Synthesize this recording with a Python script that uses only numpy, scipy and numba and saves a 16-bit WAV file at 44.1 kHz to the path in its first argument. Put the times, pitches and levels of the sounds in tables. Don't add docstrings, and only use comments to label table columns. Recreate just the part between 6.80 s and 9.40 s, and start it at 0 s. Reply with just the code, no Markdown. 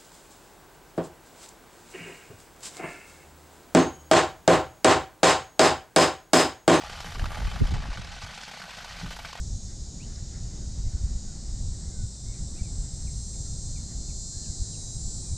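import sys
import numpy as np
from scipy import signal
from scipy.fft import rfft, irfft
from scipy.io import wavfile
from scipy.ndimage import uniform_filter1d
from numba import njit

SR = 44100
rng = np.random.default_rng(int(sys.argv[2]) if len(sys.argv) > 2 else 0)


def dump_mix(stems):
    frames = np.atleast_2d(stems).T
    limited = np.clip(frames, -1, 1)
    pcm = np.round(limited * 32767).astype(np.int16)
    wavfile.write(sys.argv[1], SR, pcm)


def voltage_ratio(level):
    return 10 ** (np.asarray(level, float) / 20)


N = 114660
T = np.arange(N) / SR
OPPOSED = np.array([[1], [-1]])

# (time [s], body [dB], spray [dB], treble [dB],
# highest treble [dB])
WATER = [(0, -42, -45.5, -63, -69), (.15, -43.5, -44, -59.5, -73), (.33, -43.5, -46, -59.5, -70),
         (.5, -40.5, -46, -58, -73), (.7, -41, -46, -60.5, -72), (.87, -44.5, -45, -61, -71),
         (1.0, -43, -46, -67, -85), (1.3, -47, -46, -67.5, -87), (1.55, -47.5, -44, -63.5, -79),
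         (1.8, -47, -45, -65, -73), (2.1, -46, -45, -64, -71), (2.35, -46.5, -42, -61.5, -69),
         (2.6, -49, -44.5, -65, -71)]
# (steady sheet re slugs [ratio],
# share of slugs of its own [0-1], flicker per unit of random walk [dB], smear [s])
SHEET = [(0.73, 0.4, 0.5, 0.00079), (2.04, 0.64, 1.77, 0.0058), (2.4, 0.55, 1.4, 0.0034),
         (1.4, .6, 2.5, .005)]
# (frequency [Hz], relative density [dB per Hz])
SPRAY = [(500, -32), (1200, -7), (2000, -3), (2700, -2), (3500, 0), (4700, 0), (6200, -4), (8000, -11),
         (10000, -20.5), (13000, -64)]
# (time [s], ring level [dB], starting pitch [Hz], spray re usual [dB])
SPLATS = np.array([(0.035, -23.5, 800, -2), (0.095, -24.5, 1180, -5), (0.202, -29, 817, 8),
                   (0.244, -26.5, 780, -6), (0.382, -35, 1810, 0), (0.393, -24.5, 1640, 3),
                   (0.441, -20.5, 1230, 5), (0.455, -27, 620, 0), (0.517, -24, 1120, 2),
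                   (0.57, -24, 790, 0), (0.599, -33.5, 826, -10), (0.618, -26, 850, -8),
                   (0.908, -28.5, 832, -6), (0.938, -26.5, 821, 3), (1.054, -28.5, 825, -8),
                   (1.129, -31.5, 850, 0), (1.172, -25, 1430, 3), (1.463, -28, 1550, -2),
                   (1.575, -31, 797, 5), (1.633, -25.5, 1480, 4), (1.679, -31.5, 830, 2),
                   (1.713, -30.5, 780, 6), (1.772, -33, 860, 0), (1.816, -25.5, 1470, -2),
                   (1.838, -39, 826, -2), (2.002, -31, 1420, -10), (2.044, -28, 910, 7),
                   (2.26, -28, 1210, 0), (2.306, -34, 1500, 3), (2.364, -31.5, 888, 4),
                   (2.389, -30, 850, -2), (2.447, -21.5, 1490, -3), (2.529, -26, 1039, 7),
                   (2.552, -25.5, 845, 5)], float)
# (time [s], rumble [dB], buffeting [dB], side re mid [dB])
WIND = [(0.0, -57, -51, -19), (0.04, -46, -52, -19), (0.29, -42.5, -46.5, -28), (0.43, -25.5, -40.5, -17),
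        (0.54, -37.5, -51, -7), (0.56, -43, -42, -15), (0.59, -30, -41, -6), (0.66, -27, -32, -25),
        (0.69, -41.5, -31.5, -22), (0.72, -32, -39, -13), (0.79, -40, -39, -21), (0.82, -23, -17, 7),
        (0.84, -18.5, -27, 8), (0.87, -35, -41, -8), (0.93, -23, -32, -10), (1.05, -39, -39.5, -14),
        (1.11, -28.5, -47, -28), (1.14, -43, -60, -10), (1.19, -41, -32, -25), (1.28, -41.5, -55, 0),
        (1.48, -48.5, -45.5, -1), (1.75, -62, -77, -14), (2.19, -44.5, -59, -5.5),
        (2.24, -43.5, -35.5, -7.5), (2.27, -34.5, -41.5, -8), (2.37, -48, -61, -4), (2.41, -44, -47, -7),
        (2.6, -56, -64, -9)]


def curve(table, col):
    return np.interp(T, [row[0] for row in table], [row[col] for row in table])


def unit(x):
    return x / np.sqrt(np.mean(x ** 2))


def colour(x, points):
    p = np.array(points, float)
    f = np.linspace(1, SR / 2, 2049)
    db = np.interp(np.log(f), np.log(p[:, 0]), p[:, 1], left=p[0, 1] - 20, right=p[-1, 1] - 50)
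    cepstrum = irfft(np.log(voltage_ratio(db)))
    cepstrum[1:2048] *= 2
    cepstrum[2049:] = 0
    response = irfft(np.exp(rfft(cepstrum)))
    return unit(signal.fftconvolve(x, response)[:N])


def band(x, lo_hz, hi_hz, order=2):
    return signal.sosfilt(signal.butter(order, [lo_hz, hi_hz], "band", fs=SR, output="sos"), x)


def walk(rate):
    hold = int(SR / rate)
    steps = rng.standard_normal(N // hold + 1)
    return uniform_filter1d(uniform_filter1d(np.repeat(steps, hold), hold), hold)[:N]


def burst(kicks, rise_s, fall_s):
    t = np.arange(int(.12 * SR)) / SR
    envelope = np.exp(-t / fall_s) * (1 - np.exp(-t / rise_s))
    return signal.fftconvolve(kicks, envelope)[:N]


@njit
def grains(at, hz, cycles, glide, size, n):
    out = np.zeros(n)
    for k in range(len(at)):
        z, w = size[k] + 0j, 2 * np.pi * hz[k] / SR
        fade = hz[k] / SR / cycles
        for i in range(int(at[k]), min(n, int(at[k] + 6 / fade))):
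            out[i] += z.imag
            z *= np.exp(1j * w - fade)
            w *= 1 + glide * fade
    return out


def scatter(per_s, scatter_db):
    hit = rng.random(N) < per_s / SR
    excess = np.minimum(rng.exponential(size=N), 4.0)
    return hit * voltage_ratio(scatter_db * excess)


def hail():
    return rng.standard_normal(N) * (1 + scatter(per_s=2500, scatter_db=2.5))


def slugs():
    slugs_per_s, jitter, scatter_db, even_s = 55, .55, 3, .09
    c = rng.standard_normal((600, 2))
    gaps = np.exp(jitter * c[:, 0]) / slugs_per_s
    at = (np.cumsum(gaps) * SR).astype(int)
    kicks = np.zeros(N)
    kicks[at[at < N]] = voltage_ratio(scatter_db * c[at < N, 1])
    lumps = burst(kicks, rise_s=0.003, fall_s=0.0045)
    k = int(even_s * SR)
    mean_flow = uniform_filter1d(uniform_filter1d(lumps, k), k)
    return lumps / (mean_flow + lumps.mean() / 10)


def lull(at_s):
    lull_s, lull_db = .010, -5
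    thin = sum((T > a - lull_s) & (T < a) for a in at_s)
    return voltage_ratio(lull_db * np.minimum(thin, 1))


def splat(at_s, db):
    kicks = np.zeros(N)
    kicks[(at_s * SR).astype(int)] = voltage_ratio(db)
    return burst(kicks, rise_s=0.001, fall_s=0.0038)


def stream(lumps, dip):
    # (frequency [Hz], relative density [dB per Hz])
    body_colour = [(250, -27.5), (400, -11.5), (550, -3.5), (800, -0.5), (1050, -4), (1500, -0.5),
                   (2100, -6.5), (3200, -13), (6000, -24.5), (10000, -51)]
    treble_colour = [(6000, 3), (9000, 10.5), (11000, 10.5), (12500, 8), (14500, -21)]
    air_colour = [(10500, -22), (12300, -2), (13500, -3), (15500, -10)]
    at_s, ring_db, _, spray_db = SPLATS.T
    blow = splat(at_s, (ring_db - ring_db.mean()) / 2 + 5)
    splash = splat(at_s, spray_db + 12)
    colours = [body_colour, SPRAY, treble_colour, air_colour]
    out = 0
    for k, (points, (sheet, own, flicker_db, smear_s)) in enumerate(zip(colours, SHEET)):
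        landing = (1 - own) * lumps + own * slugs() * dip
        flow = sheet * dip ** .5 + landing + (splash if k else blow)
        flow = uniform_filter1d(flow, 1 + int(smear_s * SR))
        flow = flow * voltage_ratio(flicker_db * walk(40.05))
        out = out + voltage_ratio(curve(WATER, k + 1)) * colour(flow * hail(), points)
    return out


def bubbles(lumps, per_s, db, scatter_db, low_hz, octaves, cycles, tilt_db=0):
    c = rng.random((int(per_s * N / SR), 3))
    at = np.interp(c[:, 0] * lumps.sum(), np.cumsum(lumps), np.arange(N))
    up = octaves * c[:, 1]
    size = voltage_ratio(db + tilt_db * up - scatter_db * np.log(c[:, 2] + 1 / 30))
    rings = grains(at, low_hz * 2 ** up, cycles, 0.052, size, N)
    return band(rings, 472, 9650, order=3)


def plops(lumps):
    return bubbles(lumps, per_s=350, db=-44, scatter_db=2.5, low_hz=602, octaves=1.796, cycles=1.17)


def fizz(lumps):
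    return bubbles(1 + lumps, per_s=790, db=-53, scatter_db=3.5, low_hz=1822, octaves=2.2,
                   cycles=19.2, tilt_db=-1)


def ground_resonance(water_sound):
    # (frequency [Hz], width [Hz], early level [dB], late level [dB])
    resonances = [(693, 13, -0.5, -5.5), (834, 18.4, 4, 0.5), (1180, 47, -2, -5.5), (1503, 66, -30, -0.5),
                  (1890, 44, -11, -9), (2274, 33, -17, -5.5), (2570, 72, -10.5, -15), (3050, 44, 0, -4),
                  (4380, 130, -14, -14), (4880, 52, -7.5, -15)]
    shift_from_s, shift_s = 0.67, 0.73
    late = np.clip((T - shift_from_s) / shift_s, 0, 1)
    out = water_sound
    for hz, width, early_db, late_db in resonances:
        gain = voltage_ratio(early_db + late * (late_db - early_db))
        out = out + gain * band(water_sound, hz - width / 2, hz + width / 2, order=1)
    return out


def splat_rings():
    at_s, ring_db, hz, _ = SPLATS.T
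    lag_s = 0.001634
    rings = grains((at_s + lag_s) * SR, hz, 2.67, 0.0177, voltage_ratio(ring_db - 4.5), N)
    return band(rings, 267, 4600)


def ground_thud(lumps):
    # (frequency [Hz], relative density [dB per Hz])
    thud_colour = [(30, -18), (60, -22), (170, 0.5), (260, -8.5), (400, -54), (600, -17)]
    return voltage_ratio(-56.5) * colour((2.3 + lumps) * rng.standard_normal(N), thud_colour)


def spray_side(lumps):
    # (time [s], side re mid [dB])
    side_levels = [(0, -19), (.15, -16), (.34, -11), (.4, -5), (.6, -3.5), (.85, -13), (1.05, -18),
                   (1.15, -30), (2.6, -50.5)]
    spray = colour((SHEET[1][0] + lumps) * hail(), SPRAY)
    spray = spray * voltage_ratio(curve(WATER, 2) + curve(side_levels, 1))
    treble = band(spray, 6500, 10200, order=6)
    middle = 3 * voltage_ratio(-24) * band(spray, 900, 2600, order=1)
    return treble + middle


def water():
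    dip = lull(SPLATS[:, 0])
    lumps = slugs() * dip
    wash = stream(lumps, dip) + plops(lumps) + fizz(lumps)
    centre = voltage_ratio(-2.5) * ground_resonance(wash) + splat_rings() + ground_thud(lumps)
    return centre + spray_side(lumps) * OPPOSED


def even(x):
    return unit(x / (np.abs(signal.hilbert(x)) + 0.62))


def gust(rumble_db, buffet_db, tail_db):
    rumble_hz, buffet_hz, tail_hz = 35.6, 118, 305
    eddies = voltage_ratio(5 * walk(30))
    rumble_noise = band(rng.standard_normal(N), rumble_hz / 2.1, rumble_hz * 1.86)
    rumble = even(unit(rumble_noise))
    noise = rng.standard_normal(N)
    tail = unit(eddies * band(noise, tail_hz / 1.43, tail_hz * 1.68, order=3))
    buffet_noise = band(noise, buffet_hz / 1.62, buffet_hz * 1.438, order=3)
    buffet = unit(eddies * even(unit(buffet_noise)))
    slow = voltage_ratio(curve(WIND, 1) + rumble_db) * rumble
    quick = voltage_ratio(curve(WIND, 2)) * (voltage_ratio(buffet_db) * buffet + voltage_ratio(tail_db) * tail)
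    return band(slow + quick, 15, 700)


def wind():
    common = gust(rumble_db=0.21, buffet_db=-4.0, tail_db=-20)
    side_gain = voltage_ratio(np.minimum(curve(WIND, 3), -5))
    side = side_gain * gust(rumble_db=-4.5, buffet_db=2.5, tail_db=-8)
    return common + side * OPPOSED


def swing(at_s, db, hz):
    return band(grains(at_s * SR, hz, 0.95, 0., voltage_ratio(db), N), 23, 400)


def puffs():
    # (time [s], level [dB], pitch [Hz], left minus right [dB])
    puff_table = [(0.42, -20.5, 67, -3), (0.456, -30.5, 62, 13), (0.597, -35, 82, 11), (0.648, -22, 62, -2),
                  (0.677, -23, 88, 11), (0.758, -34.5, 102, 24), (0.815, -15, 128, -8),
                  (0.847, -25, 62.7, -5), (0.929, -29, 103, 3), (0.998, -32, 77, 11), (1.096, -31.5, 85, 1),
                  (1.161, -37, 152, -6), (1.194, -24.5, 104, -7.5), (1.433, -31, 90, -2),
                  (2.233, -29, 152, 0), (2.252, -50, 61.9, -4)]
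    at_s, db, hz, left_db = np.array(puff_table, float).T
    ports = np.array([swing(at_s, db + left_db / 2, hz), swing(at_s, db - left_db / 2, hz)])
    side = swing(at_s, db - 5.5, 1.32 * hz)
    return ports + side * OPPOSED


def scene():
    mono_from_s, mono_fade_s = 1.395, 0.059
    ports = water() + wind() + puffs()
    mid = ports.mean(axis=0)
    stereo = np.clip((mono_from_s - T) / mono_fade_s, 0, 1)
    return mid + stereo * (ports - mid)


def top_cut(x):
    return signal.sosfilt(signal.butter(12, 15620, fs=SR, output="sos"), x)


def record(dry):
    return top_cut(dry)


dry = scene()
out = record(dry)
dump_mix(out)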